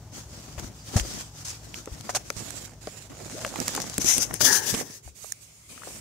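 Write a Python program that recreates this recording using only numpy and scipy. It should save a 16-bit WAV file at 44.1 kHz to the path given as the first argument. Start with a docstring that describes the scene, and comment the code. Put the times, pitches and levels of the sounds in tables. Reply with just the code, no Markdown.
"""A phone stands on a driveway; a distant engine idles throughout. 0.1-2.4 s: a sleeve brushes its two
microphone ports, a far bird calls once, a hand bumps the case. 2.3-4 s: fingers touch and grip; skin
rubs and creaks, the case clicks and knocks. 4-5 s: two hard wipes cross the left port, the second
sounding an air pocket under the finger. From 5 s: the fingers settle and muffle the street."""
import sys
import numpy as np
from scipy import signal
from scipy.fft import rfft, irfft, next_fast_len
from scipy.io import wavfile
from scipy.ndimage import uniform_filter1d, map_coordinates

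SR = 44100
rng = np.random.default_rng(int(sys.argv[2]) if len(sys.argv) > 2 else 0)


def transcribe(signal):
    """Save signal, clipped to [-1, 1], as a 16-bit WAV file at the path in sys.argv[1]."""
    frames = np.atleast_2d(signal).T
    limited = np.clip(frames, -1, 1)
    pcm = np.round(limited * 32767).astype(np.int16)
    wavfile.write(sys.argv[1], SR, pcm)


N = 264710
TIME_S = np.arange(N) / SR
SETTLED_S = 5.0  # fingers come to rest over the ports


# Wipe paths: t/s, hiss/dB, left minus right/dB, rumble/dB. All table levels are relative.
FIRST_WIPE = [(4.0, -37, 1.0, -37.5), (4.017, -23, 5.1, -45), (4.039, -36, 2.2, -41.5),
              (4.07, -21, 7.3, -43.5), (4.14, -22.3, 9.9, -47), (4.187, -29, 5, -37.5),
              (4.229, -24, 14, -42.5), (4.281, -43.5, 4.1, -48.5), (4.327, -44.5, 7.1, -39),
              (4.337, -33.5, 5.6, -44), (4.395, -50, 9.5, -61)]
SECOND_WIPE = [(4.398, -40, 12.0, -59), (4.414, -19.5, 17, -36), (4.474, -18.5, 15.5, -33),
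               (4.51, -23.5, 15, -41.5), (4.564, -19.5, 22.5, -47), (4.61, -35.5, 7, -52.5),
               (4.7, -27.5, 13.5, -43), (4.754, -33, -2, -45), (4.804, -32.5, -4, -36),
               (4.844, -45, 14, -49), (4.882, -47, 0.5, -52.5), (4.976, -48.5, 5, -70),
               (5.015, -70, -3.0, -69)]
# Wipe spectra: f/Hz, left/dB, right/dB
FIRST_WIPE_SPECTRUM = [(500, -21, -28), (1400, -18, -15), (2170, -12.5, -21), (3200, -15, -9),
                       (4270, -20, -7), (4960, -6, -18), (6200, 1.5, 3), (7540, -10.5, -1), (8540, -11, -4),
                       (10600, -14, -5), (15000, -24, -19)]
SECOND_WIPE_SPECTRUM = [(500, -21, -8.5), (1400, -12.5, -13), (2120, -17.5, -3.5), (3200, -9.5, -10.5),
                        (4280, -8, -6), (5200, -0.5, -6.5), (6200, 1.5, -2), (7500, -6, -1.5),
                        (10900, -9, -8.5), (15000, -12, -17)]
def wipes():
    """Skin slides, then drags hard across the left port."""
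    slide = rub(path_gains(FIRST_WIPE, lean_db=-0.5), FIRST_WIPE_SPECTRUM, grain_db=1.2, flutter_db=1.8)
    drag = rub(path_gains(SECOND_WIPE, lean_db=-5.5), SECOND_WIPE_SPECTRUM, grain_db=1, flutter_db=1.6)
    return slide + drag


# Grip path: t/s, hiss/dB, left minus right/dB, rumble/dB
GRIP_PATH = [(3.1, -54, 0.5, -46), (3.238, -47.5, -5, -48.5), (3.442, -41.5, 1.5, -49),
             (3.554, -44, -1.5, -44.5), (3.608, -37.5, -3, -37), (3.64, -43, -1, -42),
             (3.676, -36.2, -6.0, -42), (3.818, -38.5, 5, -40), (3.86, -43.5, -2, -43),
             (3.995, -45.5, 3, -59)]
# Light touches: t/s, length/s, hiss/dB, left minus right/dB, rumble/dB
FINGER_TOUCHES = [(2.347, 0.058, -41, -12, -48), (2.401, 0.25, -44, -8.5, -51),
                  (2.656, 0.082, -60, -7, -53), (2.799, 0.26, -50, -8, -58), (5.019, 0.073, -52, -6, -64),
                  (5.139, 0.088, -49, -11, -67), (5.212, 0.092, -45.5, -13.5, -71),
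                  (5.294, 0.437, -57, -1.5, -75), (5.4, 0.033, -52, -28, -82),
                  (5.679, 0.16, -50.5, 2, -57.5), (5.828, 0.16, -45, -2.5, -52.5)]
# Skin spectra before and after settling: f/Hz, left/dB, right/dB
GRIP_SPECTRUM = [(500, -6, -31), (1400, -7.5, -7), (2180, -13.5, -5), (3600, -5, -5), (5200, -1.5, -3),
                 (6200, 2.5, -4.5), (6960, -2, 3.5), (8870, -10, -5), (11000, -16, -10.5),
                 (15100, -19, -15.5)]
SETTLED_SPECTRUM = [(800, -3.5, -22), (1150, -5, -19), (1830, -8, -17), (2210, 2.5, -9.5),
                    (3200, -5, -11.5), (5200, -5, -5.5), (6200, -2.5, -2), (7050, -3, 1), (8500, 1.5, -3),
                    (11000, -8, -10), (15000, -14, -14)]
def fingers(lean_db=1.5):
    """Fingers touch, work into a grip and settle; the pressed skin creaks."""
    touch = sum(contact_gains(hiss_db, pan_db, rumble_db, lean_db)[..., None]
                * envelope(start_s, length_s, attack_s=0.019, t60_s=0.12, sag_db=0.26)
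                for start_s, length_s, hiss_db, pan_db, rumble_db in FINGER_TOUCHES)
    grip = path_gains(GRIP_PATH, lean_db=-6)
    settled = TIME_S > SETTLED_S
    gripping = rub(grip + touch * ~settled, GRIP_SPECTRUM, grain_db=1.5, flutter_db=2)
    settling = rub(touch * settled, SETTLED_SPECTRUM, grain_db=0.5, flutter_db=0.4)
    pressure = touch[1] + grip[0]  # touch rumble gain + grip hiss gain
    return gripping + settling + pressure * skin_creak()


# Sleeve swings: t/s, length/s, hiss/dB, rumble/dB
SLEEVE_SWINGS = [(0.108, 0.078, -44, -51), (0.276, 0.27, -52, -55), (0.56, 0.1, -48, -46),
                 (0.73, 0.13, -54, -81), (0.837, 0.08, -48, -48.5), (0.906, 0.055, -42, -37.5),
                 (1.015, 0.19, -40.5, -47.5), (1.327, 0.094, -48, -65), (1.453, 0.061, -43.5, -55),
                 (1.586, 0.15, -55, -56), (1.71, 0.079, -48, -54.5), (1.874, 0.13, -50.5, -50.5),
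                 (2.019, 0.18, -48.5, -52), (2.23, 0.13, -51.5, -57)]
# Cloth spectrum at the ports: f/Hz, left/dB, right/dB
SLEEVE_SPECTRUM = [(493, -20, -12.5), (1200, -3.5, -10), (2050, -11, -7), (3200, -6.5, -7.5),
                   (4030, -7, -6), (4970, -3, -2.5), (6200, 1, -2), (7000, -6.5, 2), (8900, -12, -6),
                   (10700, -16, -10), (15100, -19.5, -15.5)]
def sleeve(pan_db=0, lean_db=5):
    """Cloth brushes both ports, starting softly and trailing off slowly."""
    gains = sum(contact_gains(hiss_db, pan_db, rumble_db, lean_db)[..., None]
                * envelope(start_s, length_s, attack_s=0.03, t60_s=0.37, sag_db=0.36)
                for start_s, length_s, hiss_db, rumble_db in SLEEVE_SWINGS)
    return rub(gains, SLEEVE_SPECTRUM, grain_db=1.5, flutter_db=1.6)


def rub(gains, spectrum, grain_db, flutter_db):
    """Friction hisses separately at each port, flutters with hand speed and rumbles through the case."""
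    hiss_gain, rumble_gain = gains
    flutter = unit(amp(flutter_db * wobble(55)))
    hiss = cupped(coloured(friction(0, grain_db, slip_hz=1400), spectrum))
    return hiss_gain * flutter * hiss + rumble_gain * case_rumble()


# Case-borne spectrum: f/Hz, level/dB
RUMBLE_SPECTRUM = [(50, -38), (120, 1), (250, 4.5), (420, -3), (650, -3.5), (1300, -13.5), (2200, -15.5),
                   (4500, -33)]
def case_rumble(catches_per_s=45, catch_db=-7):
    """A sliding contact catches now and then; the case carries the low part to both ports."""
    chance, size = rng.random((2, N))
    catches = (chance < catches_per_s / SR) * (0.42 + size) * np.sign(noise(shared=0.6))
    force = friction(shared=0.51, grain_db=3.5, slip_hz=110) + amp(catch_db) * unit(catches)
    return through_case(cupped(coloured(force, RUMBLE_SPECTRUM)))


# Snag spectrum: f/Hz, level/dB
CREAK_SPECTRUM = [(200, -20), (600, 0), (1300, 1.5), (2300, -1.5), (4000, -13.5), (7000, 1.5), (15000, -33)]
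def skin_creak(snags_per_s=110, spread_db=5):
    """Dry skin snags on a port rim: tiny ticks of uneven size."""
    snags = rng.random(N) < snags_per_s / SR
    sizes = amp(spread_db * np.clip(rng.standard_normal((2, N)), -2, 2))
    return amp(-8) * coloured(snags * sizes, CREAK_SPECTRUM)


# Soft bumps: t/s, left/dB, right/dB, f/Hz, t60/s
BUMPS = [(0.576, -20.5, -25, 75, 0.059), (0.639, -27.5, -31, 55, 0.11), (0.958, -2.5, -5.5, 98, 0.051),
         (.96, -11.5, -24, 212, 0.051), (1.002, -18.5, -24.5, 55.7, 0.17), (1.916, -23, -28, 58, 0.074),
         (2.366, -29, -15.5, 115, 0.027), (3.981, -14.5, -25, 194, 0.031), (4.727, -23, -16, 142, 0.044),
         (5.059, -33, -45, 71.7, 0.2)]
def bumps(attack_s=0.0021):
    """The whole phone rocks for a few slow cycles."""
    out, t = np.zeros((2, N)), np.arange(SR // 3) / SR
    for start_s, left_db, right_db, hz, t60_s in BUMPS:
        swing = -np.sin(2 * np.pi * hz * t) * amp(-60 * t / t60_s) * (1 - np.exp(-t / attack_s))
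        add(out, start_s, stereo(left_db, right_db) * swing)
    return out


# Case ticks: t/s, left/dB, right/dB, f/Hz
CASE_CLICKS = [(0.5964, -31, -26, 5400), (0.9977, -17, -17, 2700), (1.743, -28, -23, 2970),
               (1.858, -32.5, -30, 7140), (2.0096, -26.5, -43, 6200), (2.3023, -17.5, -20, 5500),
               (2.506, -32, -21, 7700), (2.8714, -31, -31, 4960), (3.449, -23, -21.5, 2600),
               (3.465, -26.5, -25, 6860), (3.559, -28, -21.5, 2300), (3.602, -27, -13, 6300),
               (3.6808, -14.5, -12.5, 6850), (3.7502, -18, -18, 6800), (3.7635, -19, -20, 7000),
               (3.802, -20.5, -20.5, 5530), (3.8187, -17.5, -24, 6350), (3.898, -21.5, -27, 6400),
               (3.9416, -25, -27, 6200), (3.981, -10.5, -11.5, 7900), (4.045, -14, -26, 6690),
               (4.1814, -10.5, -9, 9000), (4.3408, -12, -32, 9600), (4.748, -18, -27, 2810)]
def clicks(t60_s=0.0086, tail_t60_s=0.015, tail_db=-20, width_ratio=0.31, skirt_db=-12, lowpass_hz=13000):
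    """A snap and a tiny crack ring the case briefly at each tick's pitch."""
    out, t = np.zeros((2, N)), np.arange(SR // 40) / SR
    f = np.fft.rfftfreq(len(t), 1 / SR)
    snap = 2.4 * (t == 0)
    decay = amp(-60 * t / t60_s) + amp(tail_db - 60 * t / tail_t60_s)
    for start_s, left_db, right_db, hz in CASE_CLICKS:
        crack = snap + noise(shared=0.08, size=len(t)) * decay
        response = (resonance(f, hz, width_ratio * hz) + amp(skirt_db)) / (1 + (f / lowpass_hz) ** 2)
        tick = unit(irfft(rfft(crack) * response, len(t)))
        add(out, start_s, stereo(left_db, right_db) * tick)
    return amp(-16) * out


# Fingertip knocks: t/s, left/dB, right/dB, f/Hz
FINGER_KNOCKS = [(0.9658, -23.5, -30, 724), (1.8748, -31, -32.5, 510), (2.093, -24.5, -26, 940),
                 (2.0999, -28.5, -30, 800), (2.3026, -26.5, -31, 1450), (2.303, -30.5, -36, 540),
                 (2.873, -28, -30, 564), (3.4485, -26.5, -28, 1150), (3.54, -37, -33, 800),
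                 (3.558, -37, -28, 900), (3.602, -25.5, -29, 310), (3.7783, -24, -27, 850),
                 (3.9849, -23, -29, 245), (4.0452, -24.5, -27.5, 307), (4.1838, -27, -37, 330),
                 (4.3103, -31.5, -33, 1340), (4.337, -30, -35, 260), (4.408, -24.5, -36, 283),
                 (4.411, -24, -35, 1400), (4.741, -24, -24, 250), (4.811, -30.5, -28.5, 550),
                 (5.077, -45, -46, 750), (5.244, -39, -39, 635), (5.778, -41.5, -48, 1290),
                 (5.8193, -39, -52, 1280), (5.8347, -38, -46, 1200), (5.8736, -34.5, -39, 520)]
def knocks(t60_s=0.0074, rattle_cycles=20, width_ratio=0.82, rattle_db=-2, skew_rad=0.62):
    """One heavily damped swing of the case plus a dull rattle, shorter at higher pitch."""
    out, t = np.zeros((2, N)), np.arange(SR // 12) / SR
    f = np.fft.rfftfreq(len(t), 1 / SR)
    for start_s, left_db, right_db, hz in FINGER_KNOCKS:
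        phase = skew_rad * rng.standard_normal() * np.array([[1], [-1]])  # case flex: ports out of step
        swing = unit(np.sin(2 * np.pi * hz * t + phase) * amp(-60 * t / t60_s) * (1 - np.exp(-6 * hz * t)))
        chatter = noise(shared=0.69, size=len(t)) * amp(-60 * t * hz / rattle_cycles)
        rattle = unit(irfft(rfft(chatter) * resonance(f, hz, width_ratio * hz) ** 2, len(t)))
        add(out, start_s, stereo(left_db, right_db) * unit(swing + amp(rattle_db) * rattle))
    return amp(-11.5) * through_case(out)


# Finger scuffs: t/s, length/s, left/dB, right/dB, rasp/dB
FINGER_SCUFFS = [(0.577, 0.022, -41.5, -52, 6), (0.962, 0.014, -31.5, -33, 0),
                 (0.961, 0.051, -29.5, -29.5, -18), (1.446, 0.066, -34, -35.5, -30),
                 (2.091, 0.016, -33, -32, -7), (2.146, 0.023, -22, -21, -6.5),
                 (2.362, 0.045, -44, -36, -20), (4.007, 0.026, -29, -36, -30),
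                 (4.403, 0.013, -27.5, -35, 0.5), (4.737, 0.01, -35, -28.5, 3)]
# Scuff hiss spectrum: f/Hz, level/dB
SCUFF_SPECTRUM = [(500, -9), (1400, -7), (3500, -7), (6300, 5.5), (9000, -3.5), (15000, -18.5)]
def scuffs():
    """Quick finger brushes: bright hiss over a dull, case-borne rasp."""
    hiss = coloured(friction(0, grain_db=1.5, slip_hz=810), SCUFF_SPECTRUM)
    rasp_hz_db = [(200, -5), (650, 13), (1500, 5.5), (3000, 1.5), (6000, -16)]
    rasp = through_case(coloured(noise(shared=1), rasp_hz_db))
    return sum(stereo(left_db, right_db) * (hiss + amp(rasp_db) * rasp)
               * envelope(start_s, length_s, attack_s=0.003, t60_s=0.037, sag_db=2)
               for start_s, length_s, left_db, right_db, rasp_db in FINGER_SCUFFS)


# Air pocket resonances: f/Hz, width/Hz, level/dB
POCKET_MODES = [(403, 135, -15.5), (890, 250, -13), (1700, 290, -2)]
# Tuning as the finger rolls: t/s, pitch ratio
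POCKET_TUNING = [(4.5, 1.02), (4.6, 0.98), (4.78, 1.06)]
def air_pocket(peak_s=4.485, close_db_per_s=357, open_db_per_s=111):
    """Air under the finger resonates: the pocket closes fast, opens slowly and lingers with the drag."""
    out, t = np.zeros((2, N)), TIME_S - peak_s
    tuning = np.interp(TIME_S, *np.transpose(POCKET_TUNING))
    drag_gain, _ = path_gains(SECOND_WIPE, lean_db=0)
    linger = amp(-12) * drag_gain.mean(axis=0) * (t > 0)
    for hz, width_hz, db in POCKET_MODES:
        fade_db_per_s = open_db_per_s * np.sqrt(hz / POCKET_MODES[-1][0])
        swell = amp(-18.5 - np.maximum(-close_db_per_s * t, fade_db_per_s * t))
        out += amp(db) * np.maximum(swell, linger) * noise_band(hz * tuning, width_hz, shared=0.47)
    return stereo(0, -7) * out


# Fingertip drag: t/s, f/Hz, level/dB
GROAN_PATH = [(3.33, 270, -40), (3.39, 669.6, -41), (3.44, 600, -47), (3.455, 595, -30), (3.478, 580, -42)]
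def groan():
    """Skin drags slowly over the case; one dull resonance rises as it presses in."""
    times_s, hz, db = np.transpose(GROAN_PATH)
    gain = uniform_filter1d(levels(np.transpose([times_s, db]))[0], size=200)
    return stereo(0, -3) * gain * noise_band(np.interp(TIME_S, times_s, hz), width_hz=190, shared=0.87)


# Rim resonances: f/Hz, width/Hz, left/dB, right/dB
RIM_MODES = [(1800, 280, -38, -35.5), (6350, 1460, -26, -22), (10000, 6000, -36, -24)]
def nail_ping(start_s=5.3195, length_s=0.0069):
    """A nail flicks the rim once, sounding a few high resonances."""
    out, size = np.zeros((2, N)), int(length_s * SR)
    for hz, width_hz, left_db, right_db in RIM_MODES:
        ring = unit(noise_band(np.full(N, hz), width_hz, shared=0.5)[:, SR:SR + size])
        add(out, start_s, stereo(left_db, right_db) * ring * np.hanning(size))
    return out


# Bird call: t/s, length/s, f/Hz, level/dB
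BIRD_CALLS = [(0.758, 0.1, 4850, -52.5)]
def bird():
    """A far, thin, wavering whistle swells and fades."""
    out, waver = np.zeros((2, N)), 1 + 0.023 * wobble(260)
    for start_s, length_s, hz, db in BIRD_CALLS:
        size = int(length_s * SR)
        call = np.sin(2 * np.pi * hz * np.cumsum(waver[:size]) / SR) * np.hanning(size)
        add(out, start_s, stereo(db, db) * call)
    return out


# Engine tones: f/Hz, level/dB
ENGINE_TONES = [(54, -56.5), (107.7, -52.5), (150.7, -59.5)]
# Street murmur spectrum: f/Hz, level/dB
STREET_SPECTRUM = [(20, -26), (35, -30), (55, -0.5), (90, -0.5), (140, -2.5), (220, -10.5), (500, -18),
                   (800, -17), (1150, -25.5), (2000, -33.5), (8000, -52), (16000, -40)]
# The background sinks after the loud wipes, then recovers: t/s, level/dB
BACKGROUND_LEVEL = [(0, 2), (2.9, -2), (4.4, 1), (4.95, -10.5), (5.55, -13.5), (6, -4)]
def street():
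    """A distant engine idles, slightly unsteady, over a low murmur."""
    engine_time_s = np.cumsum(1 + 0.006 * wobble(3.2)) / SR
    hum = sum(amp(db + 0.36 * wobble(4.3)) * np.sin(2 * np.pi * (hz * engine_time_s + rng.random()))
              for hz, db in ENGINE_TONES)
    murmur = amp(-50) * coloured(noise(shared=1), STREET_SPECTRUM)
    return stereo(1, -1) * levels(BACKGROUND_LEVEL) * (np.sqrt(2) * hum + murmur)


def port_hiss():
    """Faint hiss, dipping a little after the loud wipes."""
    return amp(-58) * levels(BACKGROUND_LEVEL) ** 0.36 * coloured(noise(shared=0.049), SLEEVE_SPECTRUM)


def covered(x, lowpass_hz=750):
    """Fingers settled over the ports pass only the lows."""
    shut = uniform_filter1d(1.0 * (TIME_S > SETTLED_S), size=4000)
    return (1 - shut) * x + shut * filtered(x, lambda f: 1 / (1 + (f / lowpass_hz) ** 10))


def through_case(x, dip_hz=928, width_hz=174, depth=0.45):
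    """The case passes less between two of its resonances."""
    return filtered(x, lambda f: 1 - depth * resonance(f, dip_hz, width_hz))


def cupped(x, spread_db=2.5):
    """Gaps between hand and case keep changing, so resonances come and go."""
    spectra = signal.stft(x, nperseg=512)[2]
    patches = uniform_filter1d(rng.standard_normal(spectra.shape), size=4, axis=1)
    patches = uniform_filter1d(patches, size=14, axis=2)
    return unit(signal.istft(spectra * amp(spread_db * patches / patches.std()), nperseg=512)[1][:, :N])


def contact_gains(hiss_db, pan_db, rumble_db, lean_db, case_pan_share=0.68):
    """Gains (hiss, rumble) x (left, right); the case narrows the rumble's pan and leans it where pressed."""
    def ports(db, balance_db):
        pair = amp([balance_db / 2, -balance_db / 2])
        return 2 * amp(db) * pair / np.linalg.norm(pair, axis=0)
    return np.array([ports(hiss_db, pan_db), ports(rumble_db, lean_db + case_pan_share * pan_db)])


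def path_gains(path, lean_db, fade_s=0.0058):
    """Contact gains of one unbroken rub, silent outside it."""
    times_s, *columns = np.transpose(path)
    gate = np.clip(np.minimum(TIME_S - times_s[0], times_s[-1] - TIME_S) / fade_s + 1, 0, 1)
    return contact_gains(*[np.interp(TIME_S, times_s, db) for db in columns], lean_db) * gate


def envelope(start_s, length_s, attack_s, t60_s, sag_db):
    """A stroke gathers speed, slows a little and dies away."""
    t = np.maximum(TIME_S - start_s, 0)
    attack = 1 - np.exp(-(t / attack_s) ** 2)
    return attack * amp(-sag_db * np.minimum(t / length_s, 1) - 60 * np.maximum(t - length_s, 0) / t60_s)


def friction(shared, grain_db, slip_hz):
    """Countless tiny slips: noise in uneven clumps."""
    return unit(noise(shared) * amp(grain_db * wobble(slip_hz)))


def noise_band(hz, width_hz, shared):
    """Noise in one resonance, centre hz given per sample."""
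    a, b = (filtered(noise(shared), lambda f: 1 / (1 + (2 * f / width_hz) ** 2)) for _ in range(2))
    phase = 2 * np.pi * np.cumsum(hz) / SR
    return unit(a * np.cos(phase) + b * np.sin(phase))


def noise(shared, size=N):
    """White noise at two ports with a shared fraction of its power."""
    common, *own = rng.standard_normal((3, size))
    return np.sqrt(shared) * common + np.sqrt(1 - shared) * np.array(own)


def wobble(rate_hz):
    """Smooth random curve, rate_hz knots a second."""
    knots = rng.standard_normal(int(N * rate_hz / SR) + 4)
    return map_coordinates(knots, [TIME_S * rate_hz])


def resonance(f, hz, width_hz):
    """Response at f of one damped resonance."""
    return 1j * f * width_hz / (hz * hz - f * f + 1j * f * width_hz)


def filtered(x, response):
    """Apply a frequency response."""
    size = next_fast_len(N + SR // 4)
    return irfft(rfft(x, size) * response(np.fft.rfftfreq(size, 1 / SR)), size)[..., :N]


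def coloured(x, spectrum):
    """Shape x by (f/Hz, level/dB, ..) rows on a log axis; rms 1."""
    hz, *columns = np.transpose(spectrum)
    return unit(filtered(x, lambda f: amp([np.interp(np.log(f + 1), np.log(hz), db) for db in columns])))


def levels(rows):
    """Gain per sample from (t/s, level/dB) rows, silent outside them."""
    times_s, *columns = np.transpose(rows)
    return amp([np.interp(TIME_S, times_s, db, left=-np.inf, right=-np.inf) for db in columns])


def amp(db):
    """Decibels to gain."""
    return 10 ** (np.asarray(db) / 20)


def stereo(left_db, right_db):
    """Gain column for the two ports."""
    return amp([[left_db], [right_db]])


def unit(x):
    """Each channel to rms 1."""
    return x / np.sqrt(np.mean(x ** 2, axis=-1, keepdims=True) + 1e-20)


def add(track, start_s, sound):
    """Mix in a stereo sound."""
    part = track[:, round(start_s * SR):][:, :sound.shape[1]]
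    part += sound[:, :part.shape[1]]


def scene():
    """Rubs and impacts on the phone, over the background."""
    rubs = wipes() + fingers() + sleeve() + scuffs() + air_pocket() + groan()
    impacts = bumps() + clicks() + knocks() + nail_ping()
    return rubs + impacts + bird() + covered(street()) + port_hiss()


def record(dry, highpass_hz=32, ceiling=0.78, band_limit_hz=15700):
    """The phone's microphones lose deep bass, round off peaks and cut the top band."""
    thinned = signal.sosfilt(signal.butter(2, highpass_hz, "high", fs=SR, output="sos"), dry)
    rounded = thinned / (1 + (thinned / ceiling) ** 8) ** (1 / 8)
    return filtered(rounded, lambda f: f < band_limit_hz)


dry = scene()
out = record(dry)
transcribe(out)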